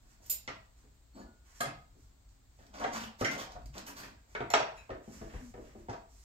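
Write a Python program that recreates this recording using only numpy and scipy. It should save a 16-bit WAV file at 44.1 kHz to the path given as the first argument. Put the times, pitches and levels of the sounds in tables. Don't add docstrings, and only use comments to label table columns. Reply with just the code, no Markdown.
import sys
import numpy as np
from scipy import signal
from scipy.fft import rfft, irfft
from scipy.io import wavfile
from scipy.ndimage import uniform_filter1d

SR = 44100
rng = np.random.default_rng(int(sys.argv[2]) if len(sys.argv) > 2 else 0)


def linear_from_db(decibels):
    return 10 ** (np.asarray(decibels, float) / 20)


def unload_audio(sound):
    columns = np.transpose(np.atleast_2d(sound))
    steps = np.round(np.clip(columns, -1, 1) * 32767)
    wavfile.write(sys.argv[1], SR, steps.astype(np.int16))


N = 275184

# start in seconds, ring level in dB, crack level in dB.
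TINE_HITS = [
    (.2585, -44.5, -50),
    (.297, -16.5, -33),
    (.3045, -18, -49),
    (.3135, -35, -31.5),
]
DROP_HITS = [
    (1.606, -25.5, -28),
    (1.67, -58, -64),
]
PILE_HITS = [
    (3.246, -37, -32.5),
    (3.283, -55, -56),
    (3.381, -84, -64),
]
SNAP_HITS = [
    (4.502, -22, -46),
]
REST_HITS = [
    (4.776, -56.5, -66),
]
# frequency in Hz, level in dB, t60 in seconds.
TINE_MODES = [(3616, -31, 0.1), (5200, -21.5, 0.09), (6930, -11, 0.098), (7200, -8, 0.091),
              (8340, -8, 0.08), (9170, -6, 0.091), (10750, 0, 0.097), (11450, 3.5, 0.085),
              (12050, 1.5, 0.14), (12200, -1, 0.11), (13600, 0, .12), (14150, -5.5, .12),
              (15000, -11.5, 0.0945), (15450, 1, 0.11)]
DROP_MODES = [(662, 1, 0.061), (1270, -2.5, 0.12), (1555, 3, 0.049), (1703, 3, 0.04), (2090, -4.5, 0.077),
              (2570, -16, 0.081), (3310, -5.5, 0.028), (4240, -6, 0.04), (7300, -1, 0.081),
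              (8650, -2.5, 0.12), (9340, 7.5, 0.088), (11320, 3.5, 0.08), (12100, -5, 0.062),
              (13600, -1, 0.08)]
PILE_MODES = [(1575, 15, 0.056), (2050, 17, 0.08), (2157, 16.5, 0.047), (2380, -9, 0.22), (3020, -6, 0.074),
              (3240, -0.5, 0.074), (3820, -3, 0.08), (5470, 11, 0.05), (5500, 3, 0.08), (6120, 5.5, 0.086),
              (6800, 3, 0.065), (10400, 9, 0.046), (12100, 1, 0.054), (13500, -9, .08)]
SNAP_MODES = [(1820, -30, .03), (2530, -18, .08), (4200, -6, 0.022), (5720, -8, 0.027), (7010, -4.5, 0.022),
              (7410, -4, 0.033), (8460, -26, .05), (9300, -24, .04), (11310, -7, 0.065), (12500, -12, .05),
              (13460, -10.5, .07)]
REST_MODES = [(2280, -1, .15), (2550, 8, 0.11), (2640, 5, 0.1), (3880, 0, 0.095), (5340, -1, 0.081),
              (7040, 6.5, 0.11), (11300, 5, 0.076)]
# start in seconds, level in dB.
TICKS = [(2.289, -64.5), (2.6656, -53), (2.798, -42), (3.195, -55), (3.209, -32), (3.313, -35.5),
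         (3.3797, -38), (3.3973, -40), (3.5202, -49), (3.6182, -58.5), (3.658, -44.5), (3.78, -34.5),
         (3.866, -40)]

# start in seconds, length in seconds, strength in dB, weight on the panels in dB.
DRAGS = [(0.0, 0.075, -71.5, 6.5), (0.168, 0.062, -64, -0.5), (1.128, 0.082, -51.5, 6.5),
         (2.583, 0.21, -67, 4), (2.71, 0.078, -44, -6), (2.779, 0.05, -31.5, -8), (2.882, 0.044, -40, -5),
         (2.917, 0.065, -48, -12), (3.267, 0.039, -43.5, 4.5), (3.29, .11, -41.5, -7.5),
         (3.437, 0.13, -53.5, -18), (3.735, 0.043, -44.5, 1.5), (3.851, 0.037, -50, 1.5),
         (3.968, 0.13, -62, 7.5), (4.245, 0.051, -64, -8)]
# start in seconds, length in seconds, strength in dB, sizzle in dB, tine pitch in Hz.
SCRAPES = [(1.131, 0.079, -65, -14.5, 4400), (2.586, 0.051, -65.5, -18, 1490),
           (2.721, 0.099, -51.5, -23.5, 2450), (2.77, 0.12, -51, -33, 3480),
           (2.91, 0.067, -40.5, -20, 6800), (2.978, 0.067, -48, -16, 2900), (3.174, 0.032, -47, -12, 5040),
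           (3.286, 0.059, -45, -19, 2800), (3.365, 0.051, -42.5, -18.5, 3340),
           (3.491, 0.031, -56.5, -33, 4020), (3.72, 0.061, -49.5, -19, 2640),
           (3.847, 0.037, -46, -8.5, 2630), (3.944, 0.062, -48, -10.5, 4560),
           (4.009, 0.046, -53.5, -12.5, 1750), (4.05, 0.032, -61, -12, 4600),
           (4.163, 0.079, -77, -29, 2100), (4.276, 0.076, -70.5, -25.5, 2200),
           (5.618, 0.061, -68, -30, 2800)]
# frequency in Hz, level in dB.
STEEL_TONE = [(1200, 4), (1500, 2), (3000, -4), (5000, -3), (7500, -1), (9000, -7.5)]
CHATTER_HZ = [1640, 2205, 3270, 4550, 5660]

# start in seconds, strength in dB, weight of the low thud in dB, hardness of the edge in dB.
KNOCKS = [(0.299, -57, -3.5, -20), (0.839, -74, 8.5, -7), (1.604, -35.5, -7, -2.5), (1.656, -38, -2.5, -5),
          (1.948, -80.5, 15, -16.5), (2.588, -59, -3, -7.5), (3.211, -29, -2, -13.5),
          (3.246, -39.5, 1.5, 11), (3.553, -48.5, -12, -23), (3.754, -49, -2, -23), (4.033, -59, 2, 9.5),
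          (4.503, -37, -15.5, -3), (4.537, -18, -16.5, -1), (4.596, -29.5, -10.5, -7.5),
          (5.885, -39, -7, -28), (5.895, -38, -8.5, -11), (5.928, -41.5, -13, -11)]
BUMPS = [
    (0.477, -36, -7, 2.5),
    (2.841, -30, -15, -1.5),
    (4.35, -39, -3.5, 4.5),
    (4.404, -33, -3, -6),
]
STEPS = [
    (4.893, -37.5, -17, -17),
    (4.904, -36, -4.5, -4),
    (5.077, -47.5, 2, -20),
    (5.213, -46, 6, -5.5),
    (5.239, -51.5, -12, -15),
    (5.338, -49.5, 3.5, -0.5),
    (5.539, -47.5, -4.5, -6.5),
    (5.577, -45, -4, -33),
    (5.75, -51, 3, -24),
]
# low edge in Hz, high edge in Hz.
DRAWER_HZ = [(400, 1100), (120, 400), (1100, 2800), (2800, 7000)]
BUMP_HZ = [(400, 1100), (120, 400), (1100, 2400), (2400, 8000)]
FLOOR_HZ = [(300, 600), (130, 300), (600, 1700), (1700, 5000)]
# frequency in Hz, level in dB, t60 in seconds.
BOX = [(130.3, 1.5, 0.036), (228, -11, 0.18), (246, -16, 0.2), (303, -8.5, 0.11), (483, -5, 0.033),
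       (637.6, -19.5, 0.016), (674, -26, 0.22), (716, -1, 0.017), (816, -5.5, 0.029), (969, -5, 0.049),
       (1062, -54.5, 0.0654), (1318, -13, 0.081)]
# start in seconds, level in dB, centre in Hz.
TAPS = [(0.4767, -31.5, 4200), (0.4826, -37, 3180), (0.4974, -42, 1090), (1.605, -34.5, 1000),
        (1.636, -38, 900), (2.7415, -45.5, 2800), (2.8027, -38, 1200), (2.8145, -36, 1250),
        (2.845, -31.5, 1310), (2.841, -42, 3800), (2.9418, -40, 1150), (2.9476, -32.5, 1100),
        (2.96, -34, 1400), (3.0, -42, 2400), (3.2153, -29, 1090), (3.2486, -30, 1600), (3.311, -42, 3620),
        (3.3803, -39, 3400), (3.402, -38, 3700), (3.5211, -48, 4100), (3.7416, -50, 2660),
        (3.7792, -42, 1150), (3.8723, -44, 1200), (3.9702, -44, 4600), (4.0342, -43.5, 1700),
        (4.3509, -34, 2200), (4.356, -40, 3000), (4.412, -38, 1500), (4.406, -35, 1100),
        (4.5379, -21, 3100), (4.5434, -19.5, 1310), (4.5456, -27, 3000), (4.576, -32, 2800),
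        (4.6686, -35, 1200), (4.894, -39, 702), (4.904, -49, 2200), (5.2156, -51, 1500), (5.338, -50, 700),
        (5.754, -54, 590), (5.896, -53, 2200), (3.7528, -47, 1100), (1.606, -36, 3300), (5.54, -51.5, 1500),
        (5.578, -49.5, 690), (5.893, -42, 900)]
# start in seconds, end in seconds, start pitch in Hz, end pitch in Hz, level in dB.
GROANS = [
    (2.852, 3.048, 232, 221, -47),
    (5.402, 5.53, 262, 221, -55),
]

# start in seconds, level in dB, t60 in seconds.
NUDGES = [(1.136, -68.5, 0.51), (1.19, -66, 0.21), (1.146, -61.5, 0.28), (1.196, -60.5, 0.23),
          (1.215, -61.5, .3), (1.27, -66, 0.85), (2.853, -37, 0.17), (3.47, -52.5, 0.35),
          (3.555, -47, 0.32), (3.214, -34, 0.2), (5.892, -38, 0.17), (4.538, -19.5, 0.12),
          (4.538, -21.5, 0.075), (3.213, -47, .12), (3.765, -50, 0.16), (4.035, -49, .12),
          (5.755, -58, 0.14), (3.7, -48, .2), (4.9, -42.5, 0.29), (4.0, -55, .3), (3.283, -43, .1),
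          (3.4, -50, 0.14), (3.3, -58, .15), (4.175, -70, 0.29), (2.845, -36, 0.089), (5.215, -45, .15),
          (5.58, -46.5, 0.18), (3.9, -48, .12), (.478, -41.5, 0.1), (1.678, -51, 0.21), (3.215, -37, .1),
          (1.607, -39, 0.072), (4.78, -65, .25), (4.78, -60.5, 0.23), (1.608, -34, 0.13), (1.67, -41, .12),
          (1.625, -46, 0.31), (1.635, -41.5, 0.21), (3.22, -43, .2), (4.41, -43, .15), (2.95, -42, .15),
          (5.8, -50, 0.28), (5.58, -54.5, .25), (4.556, -31, .3), (4.352, -44, .08), (.479, -44, .06),
          (4.51, -44, .1)]
NUDGE_HZ = [4366, 4366, 7700, 6971, 1707, 1448, 1620, 760, 720, 105, 110, 684, 1240, 215, 680, 1780, 620,
            140, 540, 125, 2030, 3300, 2700, 1620, 1200, 430, 400, 980, 2100, 2570, 280, 3300, 2620, 3950,
            1610, 1660, 235, 560, 200, 640, 1120, 340, 330, 640, 2150, 2150, 760]
# frequency in Hz, level in dB, t60 in seconds.
CLINK = [(4818, -11, 0.2), (5184, -5.5, 0.12), (6013, -11.5, 0.33), (6918, 0, 0.31), (7160, -4, 0.42),
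         (7574, -3, 0.16), (7650, -1, 0.15), (8048, -5, 0.12), (8400, -1, 0.12), (8516, -10, 0.19),
         (8662, -8, 0.25), (8888, -7, 0.21), (9200, -5, 0.15)]
CLINK_LOW = [(3560, -12, .2), (3690, -10, .3), (3994, -13, .2), (4156, -6, .1), (4330, -9, .14),
             (4470, -9, .2), (4650, -10, .15), (5080, -8, .12), (5432, -2, .05), (5868, -8, .13),
             (6200, -8, .17), (6450, -8, .17)]
CRASH = [(1360, 2, 0.061), (1577, -16.5, 0.68), (1800, -4, 0.18), (1850, -9.5, 0.37), (2210, -4.5, 0.21),
         (3203, -11, 0.26), (3278, -19, 0.39), (3817, -9, 0.14), (4100, -8, 0.13), (5380, -28, 0.6),
         (5636, -3, 0.042), (6239, -21, 0.38)]

# start in seconds, length in seconds, sleeve in dB, shoe in dB.
SWISHES = [(0.0, 0.076, -79, -76), (.07, 0.065, -74, -68.5), (.2, 0.11, -65, -73), (.74, 0.097, -79.5, -72),
           (1.43, 0.096, -70.5, -65), (1.52, 0.083, -67, -66), (1.95, 0.059, -72.5, -88),
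           (2.26, 0.052, -77.5, -91), (2.48, 0.13, -80.5, -91), (4.26, 0.078, -77, -78.5),
           (4.74, 0.034, -68, -53), (5.01, 0.13, -69, -64.5), (5.1, 0.095, -63.5, -59),
           (5.2, 0.16, -69.5, -61), (5.27, 0.11, -85, -55), (5.37, 0.1, -66, -77), (5.54, 0.099, -75, -68),
           (5.62, 0.11, -76, -64), (5.75, 0.068, -77, -68.5), (5.89, 0.024, -73, -68),
           (6.07, .2, -72.5, -97.5)]
# frequency in Hz, level in dB.
CLOTH_TONE = [(2000, -5.5), (3500, -8.5), (5000, 1), (7500, 5.5), (10000, 5.5), (13000, 2), (16000, -10.5)]
# start in seconds, length in seconds, level in dB.
THUMPS = [(2.0, 0.035, -55.5), (2.58, 0.046, -61), (2.75, 0.11, -60), (3.19, 0.048, -63), (3.53, 0.16, -47),
          (4.39, .08, -61), (4.75, 0.08, -59), (4.89, 0.021, -47), (5.15, .12, -53), (5.32, 0.034, -39),
          (5.45, 0.41, -56.5), (6.08, 0.087, -68.5)]
# frequency in Hz, density in dB per Hz.
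RUMBLE_TONE = [(10, -39.5), (20, -12.5), (40, -0.5), (56, 3.5), (75, -8), (120, -11.5), (160, -22),
               (280, -25), (400, -38.5), (800, -74.5)]
HISS_TONE = [(150, -30), (250, 0), (510, -8), (686, -5.5), (2910, -15), (4260, -12), (5930, -17),
             (7440, -8), (8550, -14), (9830, -48), (11300, -22), (13200, -21.5), (16000, -18)]

# t60 in seconds, level in dB, likeness of the ports from 0 to 1.
ROOM = [(0.44, 3, 1), (0.39, 1.5, 0.97), (0.41, 1, 0.75), (0.4, 5.5, 0.4), (0.35, 3.5, 0), (0.36, 0, 0),
        (0.2, -0.5, 0), (0.16, -1.5, 0)]
ROOM_HZ = [120, 245, 500, 1020, 2050, 4100, 7400, 13000]
# frequency in Hz, level in dB.
PORT = [(100, 0), (6000, 0.23), (7300, -2.5), (8800, -8.5), (9900, -17.5), (11000, -15.5), (12500, -7.5),
        (16000, -17.5)]
# frequency in Hz, left minus right in dB.
LEAN = [(60, 1), (150, 2), (400, 1), (1400, 0), (3000, -1), (5500, -4.5), (10000, -3), (14000, -2)]


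def steel():
    rings, cracks = np.zeros(N), np.zeros(N)
    t = np.arange(2600) / SR
    kinds = ((TINE_HITS, TINE_MODES), (DROP_HITS, DROP_MODES), (PILE_HITS, PILE_MODES),
             (SNAP_HITS, SNAP_MODES), (REST_HITS, REST_MODES))
    for hits, modes in kinds:
        for s, ring_db, crack_db in hits:
            shape = np.exp(-t / 0.0089) * np.minimum(t / 0.0017, 1)
            add(cracks, s, linear_from_db(crack_db) * rng.standard_normal(len(t)) * shape)
            chance = rng.standard_normal((len(modes), 4, 3))
            for (hz, db, t60), forks in zip(modes, chance):
                for detune, share, turn in forks:
                    fork_hz = hz * (1 + .007 * detune) + 14 * detune
                    add(rings, s, ring(fork_hz, ring_db + db - 12 + 2.5 * share, t60, turn))
    for s, db in TICKS:
        add(cracks, s, linear_from_db(db + 4) * rng.standard_normal(len(t)) * np.exp(-t / 0.003))
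    return rings + band(cracks, (2900, 15500))


def slides():
    attack_s, release_s = 0.026, 0.15
    jerks = walk(45)
    panels = unit(band(band(box(grains(1.3), 0), (190, 330)), (180, 350))) * linear_from_db(0.66 * jerks - 5.0)
    wood = unit(band(band(box(grains(3.36), 0), (430, 1350)), (380, 1350))) * linear_from_db(jerks - 6.0)
    drag = unit(colour(grains(1.8), STEEL_TONE + [(12000, -12.5)]))
    drag *= linear_from_db(jerks + 2.04 * walk(90) - 3.0)
    touch = grains(3.85)
    for hz in CHATTER_HZ:
        drag += unit(band(touch, (hz * 0.921, hz * 1.075))) * linear_from_db(-17.5 + 1.5 * walk(16))
    sizzle = unit(band(grains(1.2), (9000, 15800))) * linear_from_db(1.34 * jerks + 12.5)

    drag_rows = [(s, length, db + weight_db, db) for s, length, db, weight_db in DRAGS]
    on_wood = strokes(drag_rows, attack_s=0.037, release_s=0.12)
    scrape_rows = [(s, length, db, db + sizzle_db) for s, length, db, sizzle_db, _ in SCRAPES]
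    on_steel = strokes(scrape_rows, attack_s, release_s)

    sing = np.zeros(N)
    for s, length, db, _, hz in SCRAPES:
        part = slice(int(s * SR), int((s + length + release_s) * SR))
        gain = strokes([(s, length, db - 10)], attack_s, release_s)[0, part]
        sing[part] += unit(band(touch[part], (hz / 1.12, hz * 1.12))) * gain
    return np.sum(on_wood * [panels, wood] + on_steel * [drag, sizzle], axis=0) + sing * linear_from_db(1.5 * jerks)


def knocks(blows, edges, crack_db):
    rattle_s, shorter_db_per_db, usual_db = 0.0099, 0.22, -37.5
    first_db = 14.5
    out = np.zeros(N)
    t = np.arange(int(.18 * SR)) / SR
    pushes = [band(1. * (t == 0), e) for e in edges]
    pushes = [push / np.sqrt(np.sum(push ** 2)) for push in pushes]
    for s, strength_db, weight_db, hard_db in blows:
        length = rattle_s * linear_from_db(-shorter_db_per_db * (strength_db - usual_db))
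        shape = np.exp(-t / np.clip(length, .002, .06)) * np.minimum(t / 0.0011, 1)
        levels_db = strength_db + np.array([0, weight_db, hard_db, crack_db + 0.7 * hard_db])
        parts = []
        for db, e, push in zip(levels_db, edges, pushes):
            bounces = linear_from_db(db) * unit(band(rng.standard_normal(len(t)), e)) * shape
            parts.append(bounces + linear_from_db(db + first_db) * push)
        parts[0] = band(parts[0], (edges[0][0] * .8, 4000))
        add(out, s, box(sum(parts), 1.2))
    return out


def box(x, spread_db):
    out = x.copy()
    for (hz, db, t60), (detune, share) in zip(BOX, rng.standard_normal((len(BOX), 2))):
        r = np.exp(-np.log(1000) / (t60 * SR))
        pole = r * np.exp(2j * np.pi * hz * (1 + .02 * detune) / SR)
        mode = signal.lfilter([1], [1, -pole], x).imag
        out += linear_from_db(db - 15 + spread_db * share) * np.sqrt(1 - r) * mode
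    return out


def contacts():
    out = np.zeros(N)
    click = 1. * (np.arange(400) == 0)
    for s, db, hz in TAPS:
        push = band(click, (hz / 1.5, hz * 1.5))
        add(out, s, linear_from_db(db + 5) * push / np.abs(push).max())
    return out


def groans():
    out, wobble = np.zeros(N), walk(43.6)
    t = np.arange(N) / SR
    for start, end, hz0, hz1, db in GROANS:
        hz = np.interp(t, (start, end), (hz0, hz1)) * (1 + 0.01105 * wobble)
        swell = np.clip(np.minimum(t - start, end - t) / 0.024, 0, 1)
        out += linear_from_db(db + 3.7 * walk(34.47)) * swell * np.sin(2 * np.pi * np.cumsum(hz) / SR)
    return out


def nudges():
    clink_s, clink_db, clink_low_db = .298, -43.5, -50.5
    crash_s, crash_db = 4.538, -30
    out = np.zeros((2, N))
    rings = [(hz, *row) for hz, row in zip(NUDGE_HZ, NUDGES)]
    rings += [(hz, clink_s, clink_db + db, t60) for hz, db, t60 in CLINK]
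    rings += [(hz, crash_s, crash_db + db, min(t60, .3)) for hz, db, t60 in CRASH]
    rings += [(hz, clink_s, clink_low_db + db, t60) for hz, db, t60 in CLINK_LOW]
    for count, (hz, s, db, t60) in enumerate(rings):
        turn = rng.random() * (count >= len(NUDGES))
        add(out[0], s, ring(hz, db, t60, turn))
        add(out[1], s, ring(hz, db, t60, turn + min(hz / 8000, .12)))
    return out


def cloth():
    rustle = unit(colour(grains(1.4), CLOTH_TONE)) * linear_from_db(2.2 * walk(43) + 7.0)
    shuffle = unit(band(grains(1.8), (800, 2600))) * linear_from_db(0.78 * walk(25) - 6.5)
    return np.sum(strokes(SWISHES, attack_s=0.031, release_s=0.27) * [rustle, shuffle], axis=0)


def house():
    mid, side = (unit(colour(rng.standard_normal(N), RUMBLE_TONE)) for _ in range(2))
    level = np.hypot(linear_from_db(-61), strokes(THUMPS, attack_s=0.032, release_s=0.32)[0])
    return (mid + 0.14 * side * np.array([[1], [-1]])) * level


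def room(x):
    t = np.arange(int(.7 * SR)) / SR
    taps = np.zeros((2, len(t)))
    for hz, (t60, db, alike) in zip(ROOM_HZ, ROOM):
        edges = (hz / 1.41, min(hz * 1.41, 18000))
        mid, side = (band(rng.standard_normal(len(t)), edges) for _ in range(2))
        pair = np.sqrt(1 + alike) * mid + np.sqrt(1 - alike) * side * np.array([[1], [-1]])
        pair *= linear_from_db(-60 * t / t60) * np.clip(t / 0.00083, 0, 1)
        taps += linear_from_db(db) * pair * np.sqrt(hz / SR / np.sum(pair ** 2, axis=1, keepdims=True))
    taps[:, 0] = 0.7
    taps[0] = np.roll(taps[0], 12)
    power = np.abs(rfft(taps)) ** 2
    even = np.sqrt(uniform_filter1d(power, size=700) / uniform_filter1d(power, size=70))
    treble = np.clip(np.arange(len(even[0])) / 240 - 1, 0, 1)
    taps = irfft(rfft(taps) * even ** treble)[:, :-2000]
    return np.array([signal.fftconvolve(x, h)[:N] for h in taps])


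def ring(hz, db, t60, turn):
    t = np.arange(int(min(t60, 1) * SR)) / SR
    return linear_from_db(db - 60 * t / t60) * np.sin(2 * np.pi * (hz * t + turn)) * np.minimum(t / .0012, 1)


def grains(scatter_db):
    return unit(rng.standard_normal(N) * linear_from_db(scatter_db * rng.exponential(size=N)))


def strokes(rows, attack_s, release_s):
    power = np.zeros((len(rows[0]) - 2, N))
    for start, length, *levels_db in rows:
        t = np.arange(int((length + release_s) * SR)) / SR
        shape = np.minimum(t / attack_s, 1) ** 2 * linear_from_db(-60 * np.maximum(t - length, 0) / release_s)
        for track, db in zip(power, levels_db):
            add(track, start, (linear_from_db(db) * shape) ** 2)
    return np.sqrt(power)


def walk(rate):
    k = int(SR / rate)
    steps = np.repeat(rng.standard_normal(N // k + 1), k)
    return unit(uniform_filter1d(uniform_filter1d(steps, k), k)[:N])


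def colour(x, table, share=1):
    hz, db = np.transpose(table)
    grid = np.maximum(np.arange(2049) * SR / 4096, 1)
    level_db = share * np.interp(np.log(grid), np.log(np.maximum(hz, 1)), db)
    cep = irfft(np.log(linear_from_db(level_db)))
    cep[1:2048] *= 2
    cep[2049:] = 0
    taps = irfft(np.exp(rfft(cep)))
    return signal.fftconvolve(x, taps)[:len(x)]


def band(x, edges):
    return signal.sosfilt(signal.butter(2, edges, "bandpass", fs=SR, output="sos"), x)


def unit(x):
    return x / np.sqrt(np.mean(x ** 2))


def add(track, s, x):
    i = int(s * SR)
    track[i:i + len(x)] += x[:N - i]


def scene():
    drawer = room(steel() + slides())
    blows = knocks(KNOCKS, DRAWER_HZ, crack_db=-5) + knocks(BUMPS, BUMP_HZ, crack_db=-19.5)
    cabinet = room(blows + groans() + contacts())
    floor = room(knocks(STEPS, FLOOR_HZ, crack_db=-17.5) + cloth())
    return drawer + cabinet + floor + nudges() + house()


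def low_pass(x):
    return signal.sosfilt(signal.butter(12, 16610, fs=SR, output="sos"), x)


def record(dry):
    ports = [colour(colour(x, PORT), LEAN, side / 2) for x, side in zip(dry, (1, -1))]
    hiss = [unit(colour(rng.standard_normal(N), HISS_TONE)) * linear_from_db(-70.5) for _ in ports]
    top = signal.ellip(10, .3, 70, 15790, fs=SR, output="sos")
    mix = signal.sosfilt(top, np.array(ports) + hiss)
    return low_pass(mix)


dry = scene()
out = record(dry)
unload_audio(out)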